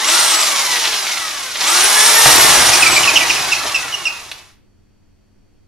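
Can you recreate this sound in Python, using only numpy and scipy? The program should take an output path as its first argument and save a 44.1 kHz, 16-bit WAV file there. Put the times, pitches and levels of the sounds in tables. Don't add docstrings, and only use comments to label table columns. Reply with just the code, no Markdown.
import sys
import numpy as np
from scipy import signal
from scipy.fft import rfft, irfft, next_fast_len
from scipy.io import wavfile
from scipy.ndimage import uniform_filter1d

SR = 44100
rng = np.random.default_rng(int(sys.argv[2]) if len(sys.argv) > 2 else 0)


def wav_out(sig):
    wavfile.write(sys.argv[1], SR, np.round(np.clip(np.atleast_2d(sig).T, -1, 1) * 32767).astype(np.int16))


N = 250399
TIME = np.arange(N) / SR
FFT_SIZE = next_fast_len(N + SR // 10, True)
FFT_HZ = np.fft.rfftfreq(FFT_SIZE, 1 / SR)

BITE_S = 2.255
CHURN_DB, CHURN_DB_PER_DOUBLING = -20, 8.63
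# frequency in Hz, relative level in dB.
RASP_SPECTRUM = [(600, -28), (1500, -13.5), (2300, -1), (3500, 3), (4800, 3), (6200, 3.5), (7400, -3.5),
                 (9000, -17), (12000, -14), (16000, -45.5)]


def motor_shaft(start_speed=200, free_speed=537.7, jitter=.0015):
    full_pull, bearing_drag, wall_drag = 5065, 87.1, 43.6
    air_drag_s, pull_fade = 2.586, 2.115
    steps, dt = np.linspace(0, N / SR, 5680, retstep=True)
    now, speeds = start_speed, []
    for s, powered in zip(steps, np.interp(steps, TIME, trigger_held())):
        speeds.append(now)
        pull = full_pull * (1 - now / free_speed) ** pull_fade
        drag = now / air_drag_s + bearing_drag + wall_drag * (s > BITE_S)
        now = max(now + dt * (pull if powered else -drag), 1e-3)
    speed = np.interp(TIME, steps, speeds) * (1 + jitter * wander(60))
    return speed, 2 * np.pi * np.cumsum(speed) / SR


def trigger_held():
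    # time pulled in seconds, time let go in seconds.
    squeezes = [(0, .165), (1.561, 2.378)]
    return sum(1. * (TIME >= pulled) * (TIME < released) for pulled, released in squeezes)


def running_noise(speed, angle, wall_churn_db=2, wall_rasp_db=1, flutter_db=1.87):
    # frequency in Hz, relative level in dB.
    churn_spectrum = [(20, -53), (70, -36.5), (125, -18.5), (190, -18), (330, -6.5), (520, -6), (800, -1.5),
                      (1250, 1), (1600, 1.5), (2200, 0), (3200, -8.5), (6000, -21.5)]
    # frequency in Hz, relative level in dB.
    air_spectrum = [(4000, -35.5), (7000, 0.5), (8500, -3), (10000, 1.5), (11500, -2), (12500, -8),
                    (14000, -9.5), (15600, -26)]
    churn = speed_gain(speed, CHURN_DB, CHURN_DB_PER_DOUBLING) * amp(wall_churn_db * on_wall())
    rasp = speed_gain(speed, db=-14, db_per_doubling=8.6) * amp(wall_rasp_db * on_wall())
    brushes = speed_gain(speed, db=-18.5, db_per_doubling=9)
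    fan = speed_gain(speed, db=-20.5, db_per_doubling=26)
    teeth = 1 + .19 * np.cos(4 * angle)
    flutter = amp(flutter_db * wander(45))
    noise = churn * colour(teeth * grit(7000, 2.1), churn_spectrum)
    noise += rasp * flutter * colour(teeth * grit(7000, 2.8), RASP_SPECTRUM)
    noise += np.hypot(brushes, fan) * np.sqrt(flutter) * colour(teeth * grit(14000, 2.5), air_spectrum)
    return housing(noise)


def whine(speed, angle, gears_db=-2, power_lift_db=3, hum_db=-42, fan_blades=25):
    # cycles per shaft turn, relative level in dB.
    gear_tones = [(1, -14.5), (2, -12), (4, -8), (8, -6.5), (12, -4.5), (16, -7), (20, -4)]
    # frequency in Hz, gain in dB.
    gear_case = [(100, -30), (250, -16), (340, -6), (450, -4), (620, -8), (780, -8), (950, -3), (1300, 1.5),
                 (2000, 2), (2700, -6), (3600, -4), (6000, -8)]
    # frequency in Hz, gain in dB.
    vents = [(400, -80.5), (4000, -39), (5100, -31.5), (5900, -32), (6900, -33), (7600, -20), (9000, -24),
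             (11500, -19)]
    powered = uniform_filter1d(trigger_held(), size=2000)
    load = speed_gain(speed, CHURN_DB, CHURN_DB_PER_DOUBLING) * amp(gears_db + power_lift_db * powered)
    gears = np.zeros(N)
    for cycles, db in gear_tones:
        level = amp(db + look_up(gear_case, cycles * speed) + 2.2 * wander(20))
        gears += level * np.cos(cycles * angle + .5 * wander(60))
    hum = powered * amp(hum_db + look_up(gear_case, speed)) * np.cos(angle)
    whistle = amp(look_up(vents, fan_blades * speed) + 1.5 * wander(40)) * np.cos(fan_blades * angle)
    return np.sqrt(2) * housing(load * gears + hum + whistle)


def high_speed_ringing(speed, width_hz=190, steepness=12):
    # pitch in Hz, full level in dB, shaft speed where it sets in, in turns a second.
    rings = [(8560, -22.5, 360), (5720, -24, 320)]
    out = np.zeros(N)
    for hz, db, onset_speed in rings:
        phase = 2 * np.pi * hz * TIME
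        drive = (speed / onset_speed) ** steepness
        fuzzy_tone = wander(width_hz) * np.cos(phase) + wander(width_hz) * np.sin(phase)
        out += amp(db) * drive / (1 + drive) * fuzzy_tone
    return out


def metal_knocks(speed, knock_db=-1, decay_s=.0071, rattle_db=-26, rattle_speed=215, speed_range=38):
    # start in seconds, relative level in dB.
    knock_times = [(.086, -11.5), (.137, -16.5), (0.211, -9), (0.284, -12.5), (.727, -13), (0.758, -12),
                   (0.767, -12.5), (0.8404, -11), (.854, -11), (.874, -9.5), (.93, -14.5), (.941, -12),
                   (1.068, -18.5), (1.172, -18), (1.547, -19), (1.556, -17), (1.614, -12.5), (3.695, -17.5),
                   (4.315, -18.5)]
    # frequency in Hz, relative level in dB.
    knock_spectrum = [(100, -27.5), (600, -14.5), (1500, -4), (2500, 3), (4000, 3), (5800, -11.5),
                      (8000, -16.5), (11500, -9), (15500, -32.5)]
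    knock_level = amp(knock_db) * bursts([(s, db, decay_s) for s, db in knock_times])
    coasting_free = (1 - trigger_held()) * (1 - on_wall())
    loose = coasting_free * np.exp(-((speed - rattle_speed) / speed_range) ** 2)
    rattle_level = loose * amp(rattle_db + 3 * wander(50))
    knocks = knock_level * colour(rng.standard_normal(N), knock_spectrum)
    rattle = rattle_level * colour(rng.standard_normal(N), RASP_SPECTRUM)
    return housing(knocks + rattle)


def housing(x):
    # pitch in Hz, width in Hz, boost in dB.
    resonances = [(360, 10, 4.5), (639.6, 19, 7.5), (772, 30, 5), (883, 130, 6), (1149, 110, 5),
                  (1310, 45, 3.5), (1805, 40, -2), (1960, 54, 4.5), (2210, 45, 4), (2990, 40, 2),
                  (3540, 90, 0.5), (4060, 180, 2.5), (5610, 250, 2.5), (8670, 230, 5), (9540, 250, 4)]
    lift = sum((amp(db) - 1) / (1 + 2j * (FFT_HZ - hz) / width) for hz, width, db in resonances)
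    return irfft(rfft(x, FFT_SIZE) * (1 + lift), FFT_SIZE)[:N]


def wall_grinding(speed, judder_db=2):
    # frequency in Hz, relative level in dB.
    wall_spectrum = [(25, -13.5), (45, -4.5), (90, -1), (130, 3.5), (175, -7), (250, -2.5), (340, 4.5),
                     (500, -4), (650, 5.5), (900, 3.5), (1400, -0.5), (2500, -5), (6000, -25),
                     (15000, -45.5)]
    # start in seconds, level in dB, fade time in seconds.
    bites = [(2.257, -3.5, 0.01), (3.650, -21.5, 0.014)]
    pressure = on_wall() * speed_gain(speed, db=-22, db_per_doubling=8.6) * amp(judder_db * wander(70))
    return (pressure + bursts(bites)) * colour(grit(3500, 2), wall_spectrum)


def on_wall():
    return np.clip((TIME - BITE_S) / .003, 0, 1)


def rim_squealing(pitch_sag=.25, pitch_scatter=.085, rasp_db=4, attack_s=.002, ring_s=.004):
    # start in seconds, length in seconds, level in dB, pitch in Hz, roughness from 0 to 1.
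    squeals = [ (2.732, .011, -12.5, 2460, .3), (2.822, .018, -7, 2530, .35),
               (2.863, .015, -8.5, 2370, .25), (2.925, .016, -18.5, 2710, .6),
               (2.962, .024, -10.5, 2350, .25), (3.032, .014, -13, 2790, .6), (3.074, .026, -9.5, 2500, .3),
               (3.157, .024, -8, 2830, .7), (3.203, .032, -16, 2390, .35), (3.295, .02, -11, 2720, .75),
               (3.359, .034, -21, 2510, .3), (3.519, .019, -11, 2650, .25), (3.744, .026, -12.5, 2610, .28),
               (3.924, 0.007, -21, 2980, 0.2), (3.938, 0.014, -16, 2860, .1),
               (4.053, .023, -14.5, 2770, 0.06), (4.066, 0.017, -16, 2568, .25)]
    out, unsteady, grip = np.zeros(N), wander(450), wander(330)
    t = TIME[:SR // 10]
    for start, length, db, pitch_hz, rough in squeals:
        at = round(start * SR) + np.arange(len(t))
        sag = pitch_sag * (.5 - np.minimum(t / length, 1))
        hz = pitch_hz * (1 + rough * (sag + pitch_scatter * unsteady[at]))
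        phase = 2 * np.pi * np.cumsum(hz) / SR
        overtones = sum(amp(-10.5 - 10 * k) * np.sin((k + 2) * phase + .91 * grip[at]) for k in range(3))
        shape = np.minimum(t / attack_s, 1) * np.exp(-np.maximum(t - .87 * length, 0) / ring_s)
        level = amp(db + rasp_db * rough * grip[at])
        out[at] += shape * level * np.sqrt(2) * (np.sin(phase) + overtones)
    return out


def room(x, echo_db, pan_db, sway_hz=2):
    # frequency in Hz, how far the left side is ahead in radians (negative is behind).
    left_lead = [(20, 0), (600, -.25), (3000, -.35), (5500, -.5), (7000, -.9), (8500, -1.7), (10200, -2.1),
                 (15200, -3.2)]
    # frequency in Hz, how much louder the left side is in dB, before pan_db is added.
    balance = [(60, -12), (110, 4), (200, -1), (380, -2), (700, 1.5), (1290, -2.5), (2380, 0), (4400, -0.5),
               (8120, 0.5), (15000, -0.5)]
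    sway = 2 * np.pi * sway_hz * TIME
    shares = [np.sqrt(2 / 3) * np.cos(sway + np.pi * k / 3) for k in range(3)]
    echo = sum(signal.oaconvolve((x * share)[None], wall_echoes(), axes=1)[:, :N] for share in shares)
    side = np.array([[.5], [-.5]])
    direct = rfft(x, FFT_SIZE) * np.exp(1j * side * look_up(left_lead, FFT_HZ))
    both = (direct + amp(echo_db) * blend_sides(*rfft(echo, FFT_SIZE))) / np.hypot(1, amp(echo_db))
    return irfft(both * amp(side * (look_up(balance, FFT_HZ) + pan_db)), FFT_SIZE)[:, :N]


def wall_echoes(per_s=3000):
    # frequency in Hz, seconds to fade by 60 dB.
    fade_times = [(100, 0.49), (500, 0.27), (2500, 0.44), (8000, 0.16), (15000, 0.38)]
    taps = rng.choice([-1., 1.], (2, SR // 2)) * (rng.random((2, SR // 2)) < per_s / SR)
    taps[:, :round(.002 * SR)] = 0
    hz, t, bands = signal.stft(taps, SR, nperseg=256)
    near_walls = 1 + 1.1 * np.exp(-t / .0052)
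    fade = amp(-60 * t / look_up(fade_times, hz)[:, None])
    tail = signal.istft(bands * near_walls * fade, SR, nperseg=256)[1]
    return tail / np.linalg.norm(tail, axis=1, keepdims=True)


def blend_sides(left, other):
    # frequency in Hz, likeness of the sides from -1 (opposite) to 1 (the same).
    likeness = [(50, .8), (300, -0.41), (1000, 0.48), (3000, 0.61), (6000, -0.28), (12000, 0.62)]
    same = np.clip(look_up(likeness, FFT_HZ), -1, 1)
    return np.array([left, same * left + np.sqrt(1 - same ** 2) * other])


def room_tone(hiss_db=-54, rumble_db=-64, lumps_db=7):
    # frequency in Hz, relative level in dB.
    hiss_spectrum = [(15, -23), (30, -17), (60, -27.5), (95, -17), (150, -30), (300, -26.5), (500, -38.5),
                     (1100, -47), (2800, -51.5), (3700, -56), (4550, -51.5), (5100, -55.5), (5700, -51.5),
                     (7500, -57.5), (15000, -70)]
    # pitch in Hz, level in dB.
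    hum_tones = [(97, -68), (205, -66), (300, -75.5), (2514, -86), (3252, -86.5), (4520, -79.5),
                 (5600, -87.5)]
    noise = irfft(blend_sides(*rfft(rng.standard_normal((2, FFT_SIZE)))), FFT_SIZE)
    rumble = amp(rumble_db + lumps_db * wander(5)) * np.array([wander(26), wander(26)])
    hum = np.zeros(N)
    for hz, db in hum_tones:
        phase = 2 * np.pi * np.cumsum(hz * (1 + .0087 * wander(40))) / SR
        hum += amp(db) * np.sqrt(2) * np.sin(phase)
    return amp(hiss_db) * colour(noise, hiss_spectrum) + rumble + hum


def speed_gain(speed, db, db_per_doubling, work_speed=400, stall_speed=12):
    return amp(db + db_per_doubling * np.log2(speed / work_speed)) * speed / np.hypot(speed, stall_speed)


def bursts(rows):
    return sum(amp(db) * (TIME >= s) * np.exp(-abs(TIME - s) / decay) for s, db, decay in rows)


def grit(per_s, spread_db):
    size = amp(spread_db * np.minimum(rng.exponential(1, N), 4))
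    return unit(size * rng.choice([-1, 1], N) * (rng.random(N) < per_s / SR))


def wander(rate_hz):
    spectrum = rfft(rng.standard_normal(FFT_SIZE)) * np.exp(-(FFT_HZ / rate_hz) ** 2)
    return unit(irfft(spectrum, FFT_SIZE)[:N])


def colour(x, spectrum):
    return unit(irfft(rfft(x, FFT_SIZE) * amp(look_up(spectrum, FFT_HZ)), FFT_SIZE)[..., :N])


def look_up(table, hz):
    row_hz, value = np.transpose(table)
    return np.interp(np.log(hz + 1), np.log(row_hz + 1), value)


def unit(x):
    return x / np.sqrt(np.mean(x ** 2) + 1e-20)


def amp(db):
    return 10 ** (np.asarray(db) / 20)


def scene():
    speed, angle = motor_shaft()
    tool = room(running_noise(speed, angle) + high_speed_ringing(speed), echo_db=-2, pan_db=0)
    tones = room(whine(speed, angle), echo_db=-4, pan_db=1)
    knocks = room(metal_knocks(speed), echo_db=-5, pan_db=0)
    wall = room(wall_grinding(speed), echo_db=-4.5, pan_db=.5)
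    rim = room(rim_squealing(), echo_db=-6.5, pan_db=-3.5)
    return tool + tones + knocks + wall + rim + room_tone()


def record(dry, ceiling=.99, top_hz=15700):
    low_pass = signal.firwin(511, top_hz, window=("kaiser", 9), fs=SR)
    return signal.oaconvolve(np.clip(dry, -ceiling, ceiling), low_pass[None], "same")


dry = scene()
out = record(dry)
wav_out(out)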